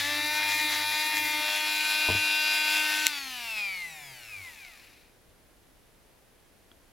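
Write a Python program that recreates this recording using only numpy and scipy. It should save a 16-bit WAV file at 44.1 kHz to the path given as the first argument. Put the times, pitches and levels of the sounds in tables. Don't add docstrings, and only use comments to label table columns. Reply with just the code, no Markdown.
import sys
import numpy as np
from scipy import signal
from scipy.fft import rfft, irfft, next_fast_len
from scipy.io import wavfile

SR = 44100
rng = np.random.default_rng(int(sys.argv[2]) if len(sys.argv) > 2 else 0)


def dump_mix(stems):
    frames = np.atleast_2d(stems).T
    limited = np.clip(frames, -1, 1)
    pcm = np.round(limited * 32767).astype(np.int16)
    wavfile.write(sys.argv[1], SR, pcm)


N = 305158
TIME = np.arange(N) / SR
SWITCH_S = 3.0672


def from_db(db):
    return 10 ** (np.asarray(db) / 20)


def rms_one(x):
    return x / np.sqrt(np.mean(x ** 2) + 1e-20)


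def in_time(rows):
    t_s, *columns = np.transpose(rows)
    return [np.interp(TIME, t_s, column) for column in columns]


def at_hz(spectrum, hz):
    points_hz, levels_db = np.transpose(spectrum)
    return np.interp(np.log(np.maximum(hz, 1)), np.log(points_hz), levels_db)


def drift(rate_hz):
    knots = rng.standard_normal(4096)
    return np.interp(TIME * rate_hz, np.arange(len(knots)), knots)


def colour(x, spectrum, low_hz=10, high_hz=SR / 2):
    size = next_fast_len(N)
    hz = np.arange(size // 2 + 1) * SR / size + 1
    edges = 1 / np.sqrt((1 + (low_hz / hz) ** 16) * (1 + (hz / high_hz) ** 16))
    shaped = rfft(x, size) * from_db(at_hz(spectrum, hz)) * edges
    return rms_one(irfft(shaped, size)[..., :N])


def stereo_noise(side_db):
    mid, side = rng.standard_normal((2, N))
    return rms_one(mid + from_db(side_db) * side * [[1], [-1]])


def ring(force, modes):
    out = np.zeros(N)
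    for k, (hz, db, t60_s) in enumerate(modes):
        radius, angle = from_db(-60 / (t60_s * SR)), 2 * np.pi * hz / SR
        poles = [1, -2 * radius * np.cos(angle), radius ** 2]
        out += (-1) ** k * from_db(db) * signal.lfilter([0, np.sin(angle)], poles, force + 1e-18)
    return out


def clicks(rows, start_s=0):
    out = np.zeros(N)
    for t_s, db in rows:
        out[round((start_s + t_s) * SR)] += from_db(db)
    return out


def partial(turns, order, scatter_cycles=1):
    cycles = (order * turns + scatter_cycles * rng.random()) % 1
    return np.sin((2 * np.pi * cycles).astype(np.float32))


def once_a_turn(turns):
    size = 256
    pattern = irfft(np.exp(2j * np.pi * rng.random(size // 2 + 1)))
    return rms_one(np.interp(turns % 1 * size, np.arange(size), pattern))


def rotor():
    # t/s, f/Hz
    driven = [(0.0, 285.8), (0.05, 289.9), (0.1, 294.8), (0.2, 297.7), (0.3, 300.7), (0.4, 303.2),
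              (0.5, 302.3), (0.6, 303.5), (0.7, 301.6), (0.8, 300.9), (0.9, 302.6), (1.0, 304.5),
              (1.1, 305.2), (1.2, 302.5), (1.3, 301.9), (1.4, 302.6), (1.5, 303.9), (1.6, 304.7),
              (1.7, 304.8), (1.8, 305.1), (1.9, 305.0), (2.0, 305.3), (2.1, 304.9), (2.2, 304.8),
              (2.3, 304.4), (2.4, 305.2), (2.5, 305.2), (2.6, 305.3), (2.7, 304.8), (2.8, 305.1),
              (2.9, 304.9), (3.0, 305.1), (3.06, 304.1)]
    stopping = [(3.07, 305), (3.2, 276.9), (3.4, 240.1), (3.6, 208), (3.8, 177.5), (4.0, 148.8),
                (4.2, 120.7), (4.4, 94.1), (4.6, 68.7), (4.8, 44.8), (4.95, 27.2), (5.19, 0)]
    speed_hz = np.maximum(in_time(list(driven) + list(stopping))[0], 0)
    return speed_hz, np.cumsum(speed_hz * (1 + 0.00088 * drift(60))) / SR


def rattle(turns, depth, uneven_db):
    strength = from_db(uneven_db * rng.standard_normal(4096))[turns.astype(int)]
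    return 1 + depth * strength * np.exp(-(turns % 1) / 0.21)


def whine(turns, load):
    strong_orders = (1, 3, 5, 6, 7, 8, 9, 11, 13, 16)
    # t/s, relative level/dB per order
    strong_levels = [(0.0, -46, -46, -52, -36.5, -41, -52, -47, -59, -41, -49),
                     (0.13, -48, -45.5, -53, -35, -39, -39, -38.5, -44, -39, -59),
                     (0.25, -44.5, -40.5, -51, -37, -41, -38.5, -42, -60, -38.5, -41),
                     (0.38, -52, -36, -36, -37, -39, -32, -45, -41, -38, -47),
                     (0.51, -49.5, -39, -56, -37.5, -39, -31, -41, -44, -39.5, -51),
                     (0.63, -47, -38.5, -49, -33.5, -36, -31.5, -45, -43, -36, -42),
                     (0.76, -52, -40, -50, -38, -38.5, -44, -48, -42, -37.5, -46),
                     (0.89, -52.5, -37, -45, -40, -49, -33, -44, -43, -40, -47),
                     (1.01, -51, -38.5, -45, -36.5, -39, -35.5, -42, -43, -36, -37),
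                     (1.14, -43, -37.5, -58, -35, -39, -33.5, -40, -42, -39.5, -57),
                     (1.27, -47, -38, -44, -43, -35, -33.5, -40, -43, -45, -42),
                     (1.39, -47, -38.5, -45, -44, -36, -36, -42, -40, -44, -52),
                     (1.52, -56, -42.5, -41, -42, -47, -35.5, -36.5, -37, -48, -61),
                     (1.65, -50, -40, -43, -42, -41, -34.5, -40, -37, -44, -58),
                     (1.77, -50, -43, -39.5, -47, -44, -33.5, -40.5, -44, -36, -44),
                     (1.9, -55, -42, -35.5, -45, -43, -32.5, -39, -41, -37.5, -42),
                     (2.03, -50, -43.5, -36.5, -50, -43, -31, -33.5, -40, -37, -39.5),
                     (2.15, -48, -43.5, -36.5, -49, -49, -29.5, -33, -39, -39, -44),
                     (2.28, -49, -43.5, -37, -51, -56, -31.5, -31.5, -43, -37.5, -41),
                     (2.41, -53, -43, -34.5, -45, -44, -34, -31, -38, -38, -36),
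                     (2.53, -53, -43, -35, -46, -42, -31, -34, -40, -37, -35.5),
                     (2.66, -51.5, -39.5, -34.5, -45, -40, -34.5, -34, -36.5, -39, -37.5),
                     (2.79, -47, -41.5, -33, -45.5, -40, -33, -30.5, -37, -49, -39.5),
                     (2.91, -49, -42, -33.5, -35.5, -43, -42, -37, -45, -50, -43),
                     (3.04, -48, -44, -34, -44, -42, -53, -39, -45, -49, -51)]
    # order, relative level/dB loaded, relative level/dB free
    weak_orders = [(2, -49.5, -53), (4, -48, -50), (10, -59, -50.5), (12, -40.5, -44), (14, -44, -44.5),
                   (15, -46, -49.5), (17, -49.5, -48.5), (18, -54.5, -53.5), (19, -52, -50.5),
                   (20, -55.5, -61), (21, -55, -63.5), (23, -64, -61), (24, -64, -52), (26, -67, -57),
                   (30, -60, -67), (32, -55, -53), (33, -51, -45), (34, -63, -59), (35, -57, -63),
                   (36, -53.5, -54.5), (37, -58.5, -53), (38, -51.5, -63), (39, -69, -59), (40, -75, -48.5),
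                   (42, -62, -62.5), (47, -65.5, -61), (48, -54, -56), (49, -61.5, -52)]
    out = 0
    for order, db in zip(strong_orders, in_time(strong_levels)):
        depth = (0.62 if order == 1 else 0.15) * load
        flutter = (1 + depth * drift(55)) / np.sqrt(1 + depth ** 2 / 2)
        out += from_db(db + 2.06) * flutter * partial(turns, order)
    for order, loaded_db, free_db in weak_orders:
        db = load * loaded_db + (1 - load) * free_db + 1.04 + 3.5 * drift(9)
        out += from_db(db) * partial(turns, round(order), scatter_cycles=0.52)
    return out


def powered_tool(turns):
    # t/s, load/0-1
    pressure = [(0, 0.98), (1.33, 1), (1.48, 0.73), (1.75, .1), (2.0, 0.05)]
    # t/s, relative level/dB of scrape, rasp, hiss
    scraping = [(0.02, -39.5, -38.5, -43), (0.07, -41.5, -38, -46), (0.12, -42, -44, -46),
                (0.17, -42, -44, -44), (0.22, -46, -47, -47), (0.27, -46, -43.5, -43.5),
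                (0.32, -45, -51, -43), (0.37, -43, -40, -41), (0.42, -40, -52, -45.0),
                (0.47, -41, -44, -43.5), (0.52, -39.0, -36, -42), (0.57, -41, -40.0, -41.5),
                (0.62, -41.5, -42, -41.5), (0.67, -43, -44, -41), (0.72, -39, -39, -42),
                (0.77, -38.5, -41.5, -41), (0.82, -37, -43, -44.5), (0.87, -58, -47, -44.5),
                (0.92, -38, -43, -42), (0.97, -41, -39, -43), (1.02, -41.5, -39, -40.5),
                (1.07, -40.5, -40, -41.5), (1.12, -41.5, -58, -44.5), (1.17, -39.5, -34.5, -40),
                (1.22, -43, -44.5, -41.5), (1.27, -42, -41, -41), (1.32, -39.5, -38.5, -42),
                (1.37, -47, -51, -45), (1.42, -40.5, -50.5, -45.0), (1.47, -45, -44, -45.5),
                (1.52, -42.5, -43, -45.0), (1.57, -47, -43, -45.5), (1.65, -42, -47.5, -46.5),
                (1.74, -44, -41, -44), (1.83, -40, -44, -45.5), (1.92, -43, -44, -43),
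                (2.01, -39, -42.5, -44.5), (2.1, -39, -47.5, -46), (2.19, -40.5, -43, -45.5),
                (2.28, -37, -43, -46.5), (2.37, -43.5, -40.5, -45.0), (2.46, -40, -39.5, -46.5),
                (2.55, -38.5, -39.5, -43.5), (2.64, -37.5, -43, -45.5), (2.73, -41, -39.5, -41),
                (2.82, -38.5, -44.5, -44), (2.91, -39.5, -43.5, -43), (3.0, -41, -38, -45.0)]
    # f/Hz, level/dB
    grinding = [(150, -5), (450, -22), (750, -10.5), (1150, -12.5), (1600, -6.5), (2050, 3.5), (2500, -5),
                (3200, -6), (3900, -2), (5500, -9), (7400, -8.5), (8600, -17), (10300, -7), (15000, -12)]
    free = [(150, -17.5), (450, -25), (750, -11.5), (1150, -16.5), (1600, -10), (2050, -12), (2500, 3.5),
            (3200, -5), (3900, -4), (5500, -11), (7400, -14), (8600, -23.5), (10300, -17), (15000, -22.5)]
    # t/s, level/dB
    hum = [(0.0, -47), (0.074, -52), (0.402, -60.5), (0.528, -51.5), (0.598, -58), (0.898, -55),
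           (0.988, -64), (1.074, -73), (1.232, -52.5), (1.322, -62), (1.38, -59), (1.55, -79), (1.614, -69),
           (1.72, -73), (1.9, -74)]
    ripple_hz = 100
    skid_s, skid_db, skid_half_width_s = 0.742, 4.8, 0.02
    load = np.clip(in_time(pressure)[0], 0, 1)
    scrape_db, rasp_db, hiss_db = in_time(scraping)
    ripple_rad = 2 * np.pi * ripple_hz * TIME

    def band(x, low_hz, high_hz):
        loaded = np.sqrt(load) * colour(x, grinding, low_hz, high_hz)
        return loaded + np.sqrt(1 - load) * colour(x, free, low_hz, high_hz)

    bursts = rattle(turns, depth=2.1, uneven_db=1.5) * from_db(drift(35.1))
    throb = from_db(2.55 * (1 + 0.75 * drift(12)) * np.cos(ripple_rad))
    skid = from_db(skid_db * np.exp(-((TIME - skid_s) / skid_half_width_s) ** 2))
    chatter = bursts * throb * skid * stereo_noise(side_db=-13.5)
    air = rattle(turns, depth=0.58, uneven_db=4.0) * from_db(drift(30)) * stereo_noise(side_db=-7)
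    out = from_db(scrape_db + 0.35) * band(chatter, 250, 2780)
    out += from_db(rasp_db - 0.3) * band(chatter, 3270, 7630)
    out += from_db(hiss_db + 1.65) * band(air, 7270, 16400)
    buzz = bursts * once_a_turn(turns) * (np.cos(ripple_rad) + 1.07 * np.sin(2 * ripple_rad))
    out += from_db(-37 - 2.3 * load) * band(buzz, 590, 6400)
    out += from_db(in_time(hum)[0]) * np.sin(ripple_rad)
    return out + whine(turns, load)


def room(x, t60_s=0.2, wet_db=-20, tone_db=-60.06):
    # f/Hz, relative level/dB
    spectrum = [(15, -40), (25, -0.5), (82, -9), (136, -11), (173, -12.5), (227, -13), (260, -12),
                (305, -12.5), (523, -13), (1270, -22), (1570, -20), (7700, -30), (10900, -26.5),
                (15500, -34)]
    t_s = TIME[:SR // 3]
    tail = rng.standard_normal((2, len(t_s))) * from_db(-60 * t_s / t60_s) * (t_s > 0.004)
    tail /= np.sqrt(np.sum(tail ** 2, axis=1, keepdims=True))
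    reverb = from_db(wet_db) * signal.fftconvolve(x, tail, axes=1)[:, :N]
    return x + reverb + from_db(tone_db) * colour(stereo_noise(side_db=-4.5), spectrum)


def bench():
    # t/s, level/dB, width/s
    bumps = [(2.086, -23, 0.00065), (2.094, -30, 0.00074), (2.099, -20.5, 0.00087), (2.12, -26, 0.00092),
             (2.148, -25, 0.0012), (5.289, -38.5, 0.0078), (5.61, -59, .005)]
    # f/Hz, level/dB, t60/s
    modes = [(62.4, -30, .2), (98, -6.5, 0.18), (132, -11.5, 0.042), (206, -12.5, 0.079),
             (316, -6.5, 0.046), (455, -8.5, 0.12), (627, -2, 0.036), (983, 7, 0.024)]
    force = np.zeros(N)
    for t_s, db, width_s in bumps:
        push = np.exp(-np.minimum(((TIME - t_s) / (width_s / 2)) ** 2, 100))
        force += from_db(db) * push / push.sum()
    return ring(force, modes)


def switch():
    # t/s after SWITCH_S, level/dB
    snaps = [(0, -8), (.0005, 1), (.012, -18)]
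    # f/Hz, level/dB, t60/s
    modes = [(2080, -14, 0.0073), (2756, -8, 0.0049), (4080, -10, 0.0036), (5750, -11.5, 0.0038),
             (7400, -6, .0035), (11500, -10, .002), (14500, -14, 0.0035)]
    return ring(clicks(snaps, SWITCH_S), modes)


def coasting_tool(turns, speed_hz):
    sliding_whine_orders = (1, 12, 24, 36, 48)
    # t/s, relative level/dB per order
    sliding_whine_levels = [(3.09, -57.5, -49, -77, -69, -64), (3.152, -57, -42, -60, -57, -71),
                            (3.22, -59, -56, -54, -64, -74), (3.29, -59, -53, -54, -63, -67),
                            (3.36, -63, -45, -62, -72, -57), (3.43, -70, -51, -58, -70, -68),
                            (3.5, -73, -37, -60, -72, -67), (3.57, -70, -37, -63, -57, -66),
                            (3.64, -69, -33.5, -52, -62, -72), (3.71, -76, -38, -52, -69, -68),
                            (3.78, -68, -39, -51, -63, -68), (3.85, -69, -36, -62, -64, -62),
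                            (3.92, -61, -57, -55, -57, -59), (3.99, -70, -56, -60, -67, -64),
                            (4.06, -61, -63, -55, -55, -61), (4.13, -58, -76, -60, -58, -69),
                            (4.2, -73, -72, -56, -59, -67), (4.27, -64, -70, -53, -66, -61),
                            (4.34, -65, -64, -42, -69, -67), (4.41, -54, -71, -49, -69, -67),
                            (4.48, -68, -63, -44, -69, -76), (4.55, -74, -69, -64, -60, -70),
                            (4.62, -71, -74, -64, -49, -68), (4.69, -71, -69, -68, -53, -68),
                            (4.76, -71, -85, -67, -66, -66), (4.83, -70, -82, -74, -74, -65),
                            (4.9, -76, -79, -74, -71, -74)]
    # order, relative level/dB
    fading_rotor_harmonics = [(2, -72.5), (3, -52), (4, -57), (5, -52.5), (6, -54.5), (7, -50), (8, -57),
                              (9, -48), (10, -52), (11, -57.5), (13, -57), (14, -53), (15, -49), (16, -49),
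                              (17, -56.5), (18, -61), (19, -68), (20, -62)]
    # t/s, relative level/dB of rattle, air hiss
    fading = [(3.09, -39.5, -46), (3.19, -37.5, -46.5), (3.19, -42.5, -48.5), (3.38, -42, -48.5),
              (3.41, -42.5, -49.5), (3.5, -42.5, -47.5), (3.54, -47, -50), (3.57, -40.5, -49),
              (3.66, -44.5, -52), (3.74, -46.5, -51), (3.88, -50, -53.5), (4.09, -52.5, -54),
              (4.29, -52, -56), (4.45, -51, -54.5), (4.84, -53, -62), (5.03, -60, -69.5), (5.19, -68, -85),
              (5.2, -88, -82)]
    # f/Hz, level/dB
    body = [(150, -20), (450, -34), (750, -11.5), (1150, -15.5), (1600, -9.5), (2050, -4), (2500, 0.5),
            (3200, -10.5), (3900, -6), (5500, -11.5), (7400, -21.5), (8600, -27), (10300, -20.5),
            (15000, -27)]
    reference_hz = 265
    relative_speed = speed_hz / reference_hz
    rattle_db, hiss_db = in_time(fading)
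    tones = 0
    for order, db in zip(sliding_whine_orders, in_time(sliding_whine_levels)):
        tones += from_db(db + 2.9) * partial(turns, order)
    tones *= np.clip(speed_hz / 55, 0, 1) ** 2
    for order, db in fading_rotor_harmonics:
        body_db = at_hz(body, order * speed_hz) - at_hz(body, order * reference_hz)
        gain = from_db(db + 0.7 * body_db + 4.1 * drift(7.8) + 0.5) * relative_speed ** 1.83
        tones += gain * partial(turns, round(order))
    for order in (60, 72, 84):
        gain = from_db(hiss_db - 17 + 3.4 * drift(7.2)) * np.clip(speed_hz / 100, 0, 1)
        tones += gain * (order * speed_hz < SR / 2) * partial(turns, order)
    bursts = rattle(turns, depth=0.59, uneven_db=5.0)
    chatter = bursts * (stereo_noise(side_db=-21) + 0.96 * relative_speed * once_a_turn(turns))
    puffs = rattle(turns, depth=0.64, uneven_db=1.5)
    air = puffs * (stereo_noise(side_db=-7) + 0.57 * once_a_turn(turns))
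    noise = from_db(rattle_db - 0.34) * colour(chatter, body, low_hz=200, high_hz=7500)
    noise += from_db(hiss_db + 0.5) * colour(air, body, low_hz=7240)
    return (tones + noise + shaft_knocks(turns)) * np.clip(speed_hz / 16, 0, 1)


def shaft_knocks(turns):
    # t/s, level/dB
    knocking = [(3.08, -53), (3.25, -62), (3.4, -37), (3.45, -34), (3.51, -37), (3.59, -30.5),
                (3.63, -37.5), (3.78, -39.5), (3.9, -55), (4.4, -42.5), (4.8, -55), (5.0, -70)]
    # f/Hz, level/dB, t60/s
    modes = [(775, -17.5, 0.037), (2090, -2, 0.012), (2360, 2, .012), (3640, 0.5, 0.0036),
             (5200, -6.5, 0.0066), (7840, -10.5, 0.0044)]
    new_turn = np.diff(np.floor(turns), prepend=0)
    return ring(new_turn * from_db(in_time(knocking)[0] + 1.1 * rng.standard_normal(N)), modes)


def fingernail():
    # t/s, level/dB
    ticks = [(6.7157, -45)]
    # f/Hz, level/dB, t60/s
    modes = [(300, -7, 0.028), (1400, -5, .012), (3270, -1, .018), (4700, -14, .006)]
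    return ring(clicks(ticks), modes)


def scene():
    pan_db, power_decay_s = 1.3, 0.021
    speed_hz, turns = rotor()
    power = np.exp(-np.maximum(TIME - SWITCH_S, 0) / power_decay_s)
    tool = power * powered_tool(turns) + np.sqrt(1 - power ** 2) * coasting_tool(turns, speed_hz)
    handling = bench() + switch() + fingernail()
    return room((tool + handling) * from_db([[pan_db], [-pan_db]]))


def record(dry):
    cutoff_hz = 15900
    lowpass = signal.ellip(10, 0.1, 80, cutoff_hz, fs=SR, output="sos")
    return signal.sosfilt(lowpass, np.clip(dry, -1, 1))


dry = scene()
out = record(dry)
dump_mix(out)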